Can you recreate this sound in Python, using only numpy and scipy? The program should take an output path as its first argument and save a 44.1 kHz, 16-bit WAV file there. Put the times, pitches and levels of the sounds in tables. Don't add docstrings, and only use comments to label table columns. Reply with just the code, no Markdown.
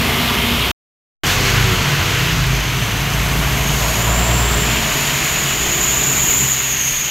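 import sys
import numpy as np
from scipy import signal
from scipy.fft import rfft, irfft, next_fast_len
from scipy.io import wavfile
from scipy.ndimage import uniform_filter1d, map_coordinates

SR = 44100
rng = np.random.default_rng(int(sys.argv[2]) if len(sys.argv) > 2 else 0)


def dump_mix(stems):
    frames = np.atleast_2d(stems).T
    limited = np.clip(frames, -1, 1)
    pcm = np.round(limited * 32767).astype(np.int16)
    wavfile.write(sys.argv[1], SR, pcm)


N = 313110


def amp(db):
    return 10 ** (np.asarray(db) / 20)


def unit(x):
    return x / np.sqrt(np.mean(x ** 2) + 1e-20)


def clock():
    return np.arange(N) / SR


def curves(rows):
    times, *columns = np.transpose(rows)
    return [np.interp(clock(), times, column) for column in columns]


def along(points, hz):
    freqs, levels = np.transpose(points)
    return np.interp(np.log(hz + 1), np.log(freqs), levels)


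def wobble(rate):
    knots = rng.standard_normal(int(N * rate / SR) + 4)
    at = np.arange(len(knots) * 10) / 10
    return np.interp(clock() * rate, at, map_coordinates(knots, [at], mode="nearest"))


def filtered(x, response):
    size = next_fast_len(N + SR // 2)
    return irfft(rfft(x, size) * response(np.fft.rfftfreq(size, 1 / SR)), size)[..., :N]


def coloured(x, spectrum):
    return unit(filtered(x, lambda hz: amp(along(spectrum, hz))))


def rush(spectrum, patchy_db):
    cells = signal.stft(rng.standard_normal(N), nperseg=512)[2]
    patches = uniform_filter1d(rng.standard_normal(cells.shape), size=6, axis=0)
    patches = unit(uniform_filter1d(patches, size=12, axis=1))
    noise = signal.istft(cells * amp(patchy_db * patches), nperseg=512)[1][:N]
    return coloured(noise, spectrum)


def water(spectrum, drops_per_s, drops_db, patchy_db):
    ticks = (rng.random(N) < drops_per_s / SR) * rng.standard_normal(N)
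    return unit(rush(spectrum, patchy_db) + amp(drops_db) * coloured(ticks, spectrum))


def drone(motion, harmonics, jitter, flutter_db):
    hz, gain = motion
    phase = 2 * np.pi * np.cumsum(hz * (1 + jitter * wobble(25))) / SR
    tones = sum(amp(db + flutter_db * wobble(11)) * np.sin(multiple * phase + 2 * np.pi * rng.random())
                for multiple, db in harmonics)
    return np.sqrt(2) * gain * tones, phase


def knock(phase, depth):
    return unit(np.exp(depth * np.cos(phase)))


def nearness(at_s, half_s):
    return 1 / (1 + ((clock() - at_s) / half_s) ** 2)


def swell(at_s, half_s):
    return np.exp(-((clock() - at_s) / half_s) ** 2)


def power_sum(gains):
    return np.sqrt(sum(gain ** 2 for gain in gains))


def running(track, fade_db_per_s=90):
    hz, db = curves(track)
    outside_s = np.abs(clock() - np.clip(clock(), track[0][0], track[-1][0]))
    return hz, amp(db - fade_db_per_s * outside_s)


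def passing(at_s, half_s, db, hz, fall):
    return hz * (1 - fall * np.tanh((clock() - at_s) / half_s)), amp(db) * nearness(at_s, half_s)


# t/s, level/dB, half length/s
WHEEL_BUMPS = [(6.03, -31, .04), (6.14, -31, .03), (6.275, -28.5, 0.018), (6.43, -28.5, 0.061)]
AIR_GUSTS = [(6.28, -29.5, .06), (6.96, -31.5, .04)]
# f/Hz, level/dB
BUMP_TONE = [(30, -20.5), (60, 2), (130, 5.5), (260, 2), (420, -7), (700, -30)]
GUST_TONE = [(8, -24.5), (20, -1.5), (35, 0), (70, -17.5), (300, -70)]


def thuds(blows, tone):
    gain = sum(amp(db) * swell(at_s, half_s) for at_s, db, half_s in blows)
    return gain * coloured(rng.standard_normal(N), tone)


# nearest t/s, half passing time/s, level/dB, f/Hz
HUMS = [(1.94, 0.099, -22, 140), (1.95, .3, -40, 487.5), (2.05, 0.29, -27.5, 101.9),
        (2.419, 0.19, -27, 159.3), (3.25, 0.29, -28.5, 167.9), (4.5, 0.24, -34, 413),
        (4.81, .12, -30.5, 219.2), (5.68, .2, -32, 56), (5.85, .45, -37, 409.8), (5.85, 0.43, -39, 345.4)]


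def running_gear():
    return sum(drone(passing(*hum, fall=.006), [(1, 0)], jitter=.022, flutter_db=3)[0] for hum in HUMS)


def breathy_tone(pitch_hz, width_hz):
    pole = np.exp(-2 * np.pi / 64)
    slow_noises = signal.lfilter([1], np.poly([pole] * 3), rng.standard_normal((2, N)))
    read_at = np.arange(1, N + 1) * width_hz / SR * 64
    cos_gain, sin_gain = (unit(np.interp(read_at, np.arange(N), noise)) for noise in slow_noises)
    phase = 2 * np.pi * np.cumsum(pitch_hz) / SR
    return cos_gain * np.cos(phase) + sin_gain * np.sin(phase)


# t/s, f/Hz, level/dB
WHISTLE = [(1.2, 6554, -42), (2.2, 6500, -43), (2.6, 6160, -37), (3.45, 6197, -38), (3.68, 6560, -30),
           (3.95, 6750, -27), (4.2, 7260, -25), (4.52, 7400, -25.5), (4.86, 6884, -26), (5.6, 6900, -22),
           (5.85, 6890, -18), (6.15, 6930, -18), (6.3, 6950, -15), (6.5, 6930, -17), (6.62, 6800, -20.5),
           (6.85, 6550, -19.5), (7.1, 6710, -21)]
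# pitch offset/Hz, half width/Hz, level/dB at reference_db, dB gained per dB of the path
WHISTLE_AIR = (-60, 470, -26, 1.0)
WHISTLE_CORE = (110, 230, -29.5, 0.9)
WHISTLE_OCTAVE = (260, 620, -37.5, 1.35)


def whistle(reference_db=-24, flutter_db=0.6):
    hz, db = curves(WHISTLE)
    hz = hz * (1 + .003 * wobble(22))
    parts = [(hz, WHISTLE_AIR), (hz, WHISTLE_CORE), (2 * hz, WHISTLE_OCTAVE)]
    tone = 0
    for pitch_hz, (offset_hz, width_hz, part_db, growth) in parts:
        tone += amp(part_db + growth * (db - reference_db)) * breathy_tone(pitch_hz + offset_hz, width_hz)
    return amp(flutter_db * wobble(60)) * tone


# t/s, roar level/dB, spray level/dB, water fan level/dB
LEAVING_LEVELS = [(0, -19, -20, -35), (.45, -20.5, -20.5, -26.5), (.72, -21.5, -21, -28)]
# f/Hz, level/dB
LEAVING_ROAR = [(20, -16), (45, -4), (80, 1), (150, 2), (260, -3.5), (310, -8), (410, -3.5), (530, -11),
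                (680, -7.5), (800, -11), (1000, -6.5), (1700, -10), (2600, -15), (5000, -47.5)]
LEAVING_SPRAY = [(900, -43), (1600, -11), (2100, 0.5), (3100, 1.5), (4000, -5), (5500, -10.5), (7000, -12),
                 (9000, -18), (11000, -14.5), (13300, -11), (14500, -14), (15700, -23.5)]
WATER_FAN = [(1500, -30.5), (2500, -12), (3150, 6), (3800, -2.5), (5000, -22), (8000, -41.5)]
# t/s, f/Hz, level/dB
LEAVING_ENGINE = [(0, 64.75, -29), (.3, 63.55, -29), (.72, 62.3, -27.5)]
# multiple of the pitch, level/dB
GEAR_HARMONICS = [(1, 1), (3, -10), (4, -16), (5, -11.5), (9, -4.5)]


def leaving_truck(gear_hz=237, gear_db=-27.5):
    roar_db, spray_db, fan_db = curves(LEAVING_LEVELS)
    engine, phase = drone(running(LEAVING_ENGINE), [(1, -1), (2, -5)], jitter=.0073, flutter_db=2)
    gear_gain = amp(gear_db) * swell(at_s=0.2, half_s=0.43)
    gears, _ = drone((gear_hz, gear_gain), GEAR_HARMONICS, jitter=.004, flutter_db=3.5)
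    roar = amp(roar_db) * rush(LEAVING_ROAR, patchy_db=0.1) * knock(phase, depth=0.14)
    spray = amp(spray_db) * water(LEAVING_SPRAY, drops_per_s=2000, drops_db=-6.5, patchy_db=1)
    fan = amp(fan_db) * rush(WATER_FAN, patchy_db=3)
    return engine + gears + roar + spray + fan


# nearest t/s, half passing time/s, level/dB, f/Hz, pitch fall/share
MOTORBIKES = [(1.57, .2, -21.5, 115.3, .11), (2.62, .45, -27, 124.4, .14)]
BIKE_EXHAUST = (1.63, 0.7, -36.5, 95, 0.2)
# multiple of the pitch, level/dB
BIKE_HARMONICS = [(1, 2.5), (2, -18), (3, -20.5), (4, -23.5)]
EXHAUST_HARMONICS = [(1, 2), (2, -2), (3, -11), (4, 0.5), (5, -2.5), (6, -16.5)]


def motorbikes():
    sound, _ = drone(passing(*BIKE_EXHAUST), EXHAUST_HARMONICS, jitter=.014, flutter_db=4.5)
    for bike in MOTORBIKES:
        hum, phase = drone(passing(*bike), BIKE_HARMONICS, jitter=.0251, flutter_db=1.8)
        sound += hum * knock(phase / 4, depth=0.74)
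    return sound


# f/Hz, width/Hz, level/dB
BLOCK_RINGS = [(640, 150, -4.5), (726, 39, -0.5), (963, 45, -7)]


def block_clatter(firing_phase, level_db=-27.5):
    def rings(hz):
        return sum((-1) ** k * amp(db) * 1j * hz * width / (ring_hz ** 2 - hz ** 2 + 1j * hz * width)
                   for k, (ring_hz, width, db) in enumerate(BLOCK_RINGS))
    blows = rng.standard_normal(N) * knock(firing_phase, depth=0.52)
    return amp(level_db) * nearness(at_s=4.11, half_s=0.48) * unit(filtered(blows, rings))


# t/s, f/Hz, level/dB
BOX_TRUCK = [(1.2, 46.8, -24), (1.7, 46.5, -22.5), (1.92, 47.9, -36), (2.48, 50.5, -23),
             (2.85, 52.3, -27.5), (3.42, 54.07, -20.5), (3.65, 55.26, -24.5), (4.33, 59.13, -18),
             (4.8, 56.2, -26.5)]
OPEN_TRUCK = [(1.75, 123, -28), (2.15, 125.7, -27), (2.52, 131.5, -22), (2.85, 134.5, -33),
              (3.15, 136.5, -26), (3.66, 138.6, -20), (3.92, 135, -33.5), (5.6, 132, -36)]
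LAST_TRUCK = [(5.72, 131.8, -38), (5.98, 131.9, -27), (6.45, 132, -29), (6.88, 131.2, -33), (7.1, 130, -43)]
# multiple of the pitch, level/dB
BOX_HARMONICS = [(1, -0.5), (2, -7), (3, -12.5), (4, -19.5)]
TRUCK_HARMONICS = [(.5, -7.5), (1, -1.5), (1.5, -27.5), (2, -16.5), (3, -21)]


def diesels():
    box, box_phase = drone(running(BOX_TRUCK), BOX_HARMONICS, jitter=.0143, flutter_db=2.1)
    open_truck, open_phase = drone(running(OPEN_TRUCK), TRUCK_HARMONICS, jitter=.0136, flutter_db=2.5)
    last, _ = drone(running(LAST_TRUCK), TRUCK_HARMONICS, jitter=.01, flutter_db=1.5)
    return box + open_truck + last + block_clatter(2 * box_phase), box_phase, open_phase


# level/dB of rumble, roar, hiss, splash, spray
FAR_TRAFFIC = (-39, -38, -25.5, -34.5, -39)
# nearest t/s, half passing time/s, level/dB of rumble, roar, hiss, spray
VEHICLES = [ (1.2, 0.34, -23, -26, -23.5, -31), (1.78, 0.68, -26.5, -25.5, -23.5, -33),
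            (3.45, 0.98, -25.5, -26.5, -29, -29.5), (4.33, 0.5, -25.5, -25, -30.5, -42),
            (4.83, .7, -28.5, -28, -24.5, -28), (5.65, 0.56, -31, -30, -29, -32),
            (6.09, 0.5, -30, -30, -30, -29), ]
# t/s, half length/s, level/dB of hiss, splash, spray
PUDDLES = [(1.3, 0.054, -21, -22, -26), (1.48, 0.14, -31, -26.5, -42), (2.2, .11, -27.5, -44, -36),
           (2.307, .05, -29, -33, -42), (3.857, 0.22, -43, -31, -31.5), (4.73, .06, -24, -34, -42),
           (5.084, 0.049, -26, -42, -37), (5.28, .05, -27.5, -41, -36), (5.518, .05, -25, -38, -41),
           (6.909, .15, -40, -39, -29)]


def road_gains(wake_lag_s=0.29, splash_vs_hiss_db=-4.5):
    sources = [amp(FAR_TRAFFIC)[:, None]]
    for at_s, half_s, rumble_db, roar_db, hiss_db, spray_db in VEHICLES:
        body, wake = nearness(at_s, half_s), nearness(at_s + wake_lag_s, half_s)
        levels_db = [rumble_db, roar_db, hiss_db, hiss_db + splash_vs_hiss_db, spray_db]
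        sources.append(amp(levels_db)[:, None] * [body, body, wake, wake, wake])
    rumble, roar, *wet = power_sum(sources)
    puddles = [amp(levels_db)[:, None] * swell(at_s, half_s) for at_s, half_s, *levels_db in PUDDLES]
    return (rumble, roar, *power_sum([np.array(wet)] + puddles))


# f/Hz, level/dB
BIKE_SIZZLE = [(600, -24), (1100, -3), (1550, 1), (2100, -10.5), (3500, -32)]
SPLASH = [(2000, -40.5), (3300, -3.5), (4200, 1), (5500, -1.5), (6500, -0.5), (7500, -8.5), (9000, -22.5),
          (12000, -29)]
SPRAY = [(4000, -18.5), (7000, 2.5), (8500, -3.5), (10000, -5.5), (11500, -1.5), (13300, 2), (14300, -8),
         (15700, -8)]


def flung_water(splash_gain, spray_gain, sizzle_db=-28):
    spurts = amp(0.45 * wobble(70))
    sizzle = amp(sizzle_db) * nearness(at_s=1.75, half_s=0.85) * rush(BIKE_SIZZLE, patchy_db=1.1)
    splash = splash_gain * water(SPLASH, drops_per_s=1500, drops_db=-7, patchy_db=0.1)
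    spray = spray_gain * amp(.33 * wobble(14)) * water(SPRAY, drops_per_s=1800, drops_db=-6, patchy_db=.9)
    return spurts * (sizzle + splash + spray)


# f/Hz, level/dB
RUMBLE = [(18, -10.5), (32, -8), (48, -0.5), (66, -1.5), (82, -6), (105, -3.5), (140, 3), (180, -1.5),
          (240, -5), (320, -8.5), (410, -11), (520, -22), (900, -41.5)]
ROAR = [(200, -29.5), (340, -5.5), (440, 1), (530, -6.5), (620, 0.5), (720, 0.5), (810, -2.5), (1000, 1.5),
        (1400, -2.5), (1900, -5), (3000, -17.5), (6000, -39)]
HISS = [(500, -24), (1000, -11), (1600, -4.5), (2100, -0.5), (3000, 0), (3600, -6), (4500, -15.5),
        (7000, -43)]


def tyres(rumble_gain, roar_gain, hiss_gain, box_phase, open_phase):
    rumble = rumble_gain * amp(.8 * wobble(12)) * rush(RUMBLE, patchy_db=.4) * knock(box_phase, depth=.17)
    roar = roar_gain * amp(.23 * wobble(22)) * rush(ROAR, patchy_db=.3) * knock(2 * box_phase, depth=.15)
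    hiss = hiss_gain * amp(.3 * wobble(30)) * water(HISS, drops_per_s=1100, drops_db=-11, patchy_db=.9)
    return rumble + roar + hiss * knock(open_phase / 2, depth=.05)


# f/Hz, level/dB
STEREO_SIDE = [(60, -36.5), (200, -46.5), (380, -31), (700, -19), (1100, -32.5), (2000, -81.5),
               (15000, -68.5)]


def near_mono(mid):
    side = filtered(mid, lambda hz: 1j * amp(along(STEREO_SIDE, hz)))
    return np.array([mid + side, mid - side])


def scene(gap_start_s=0.7143, gap_end_s=1.2353):
    rumble, roar, hiss, splash, spray = road_gains()
    blows = thuds(WHEEL_BUMPS, BUMP_TONE) + thuds(AIR_GUSTS, GUST_TONE)
    engines, box_phase, open_phase = diesels()
    road = flung_water(splash, spray) + tyres(rumble, roar, hiss, box_phase, open_phase)
    traffic = blows + running_gear() + whistle() + motorbikes() + engines + road
    return near_mono(leaving_truck() * (clock() < gap_start_s) + traffic * (clock() >= gap_end_s))


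def record(dry, top_hz=15750):
    return filtered(dry, lambda hz: (1 - np.tanh((hz - top_hz) / 40)) / 2)


dry = scene()
out = record(dry)
dump_mix(out)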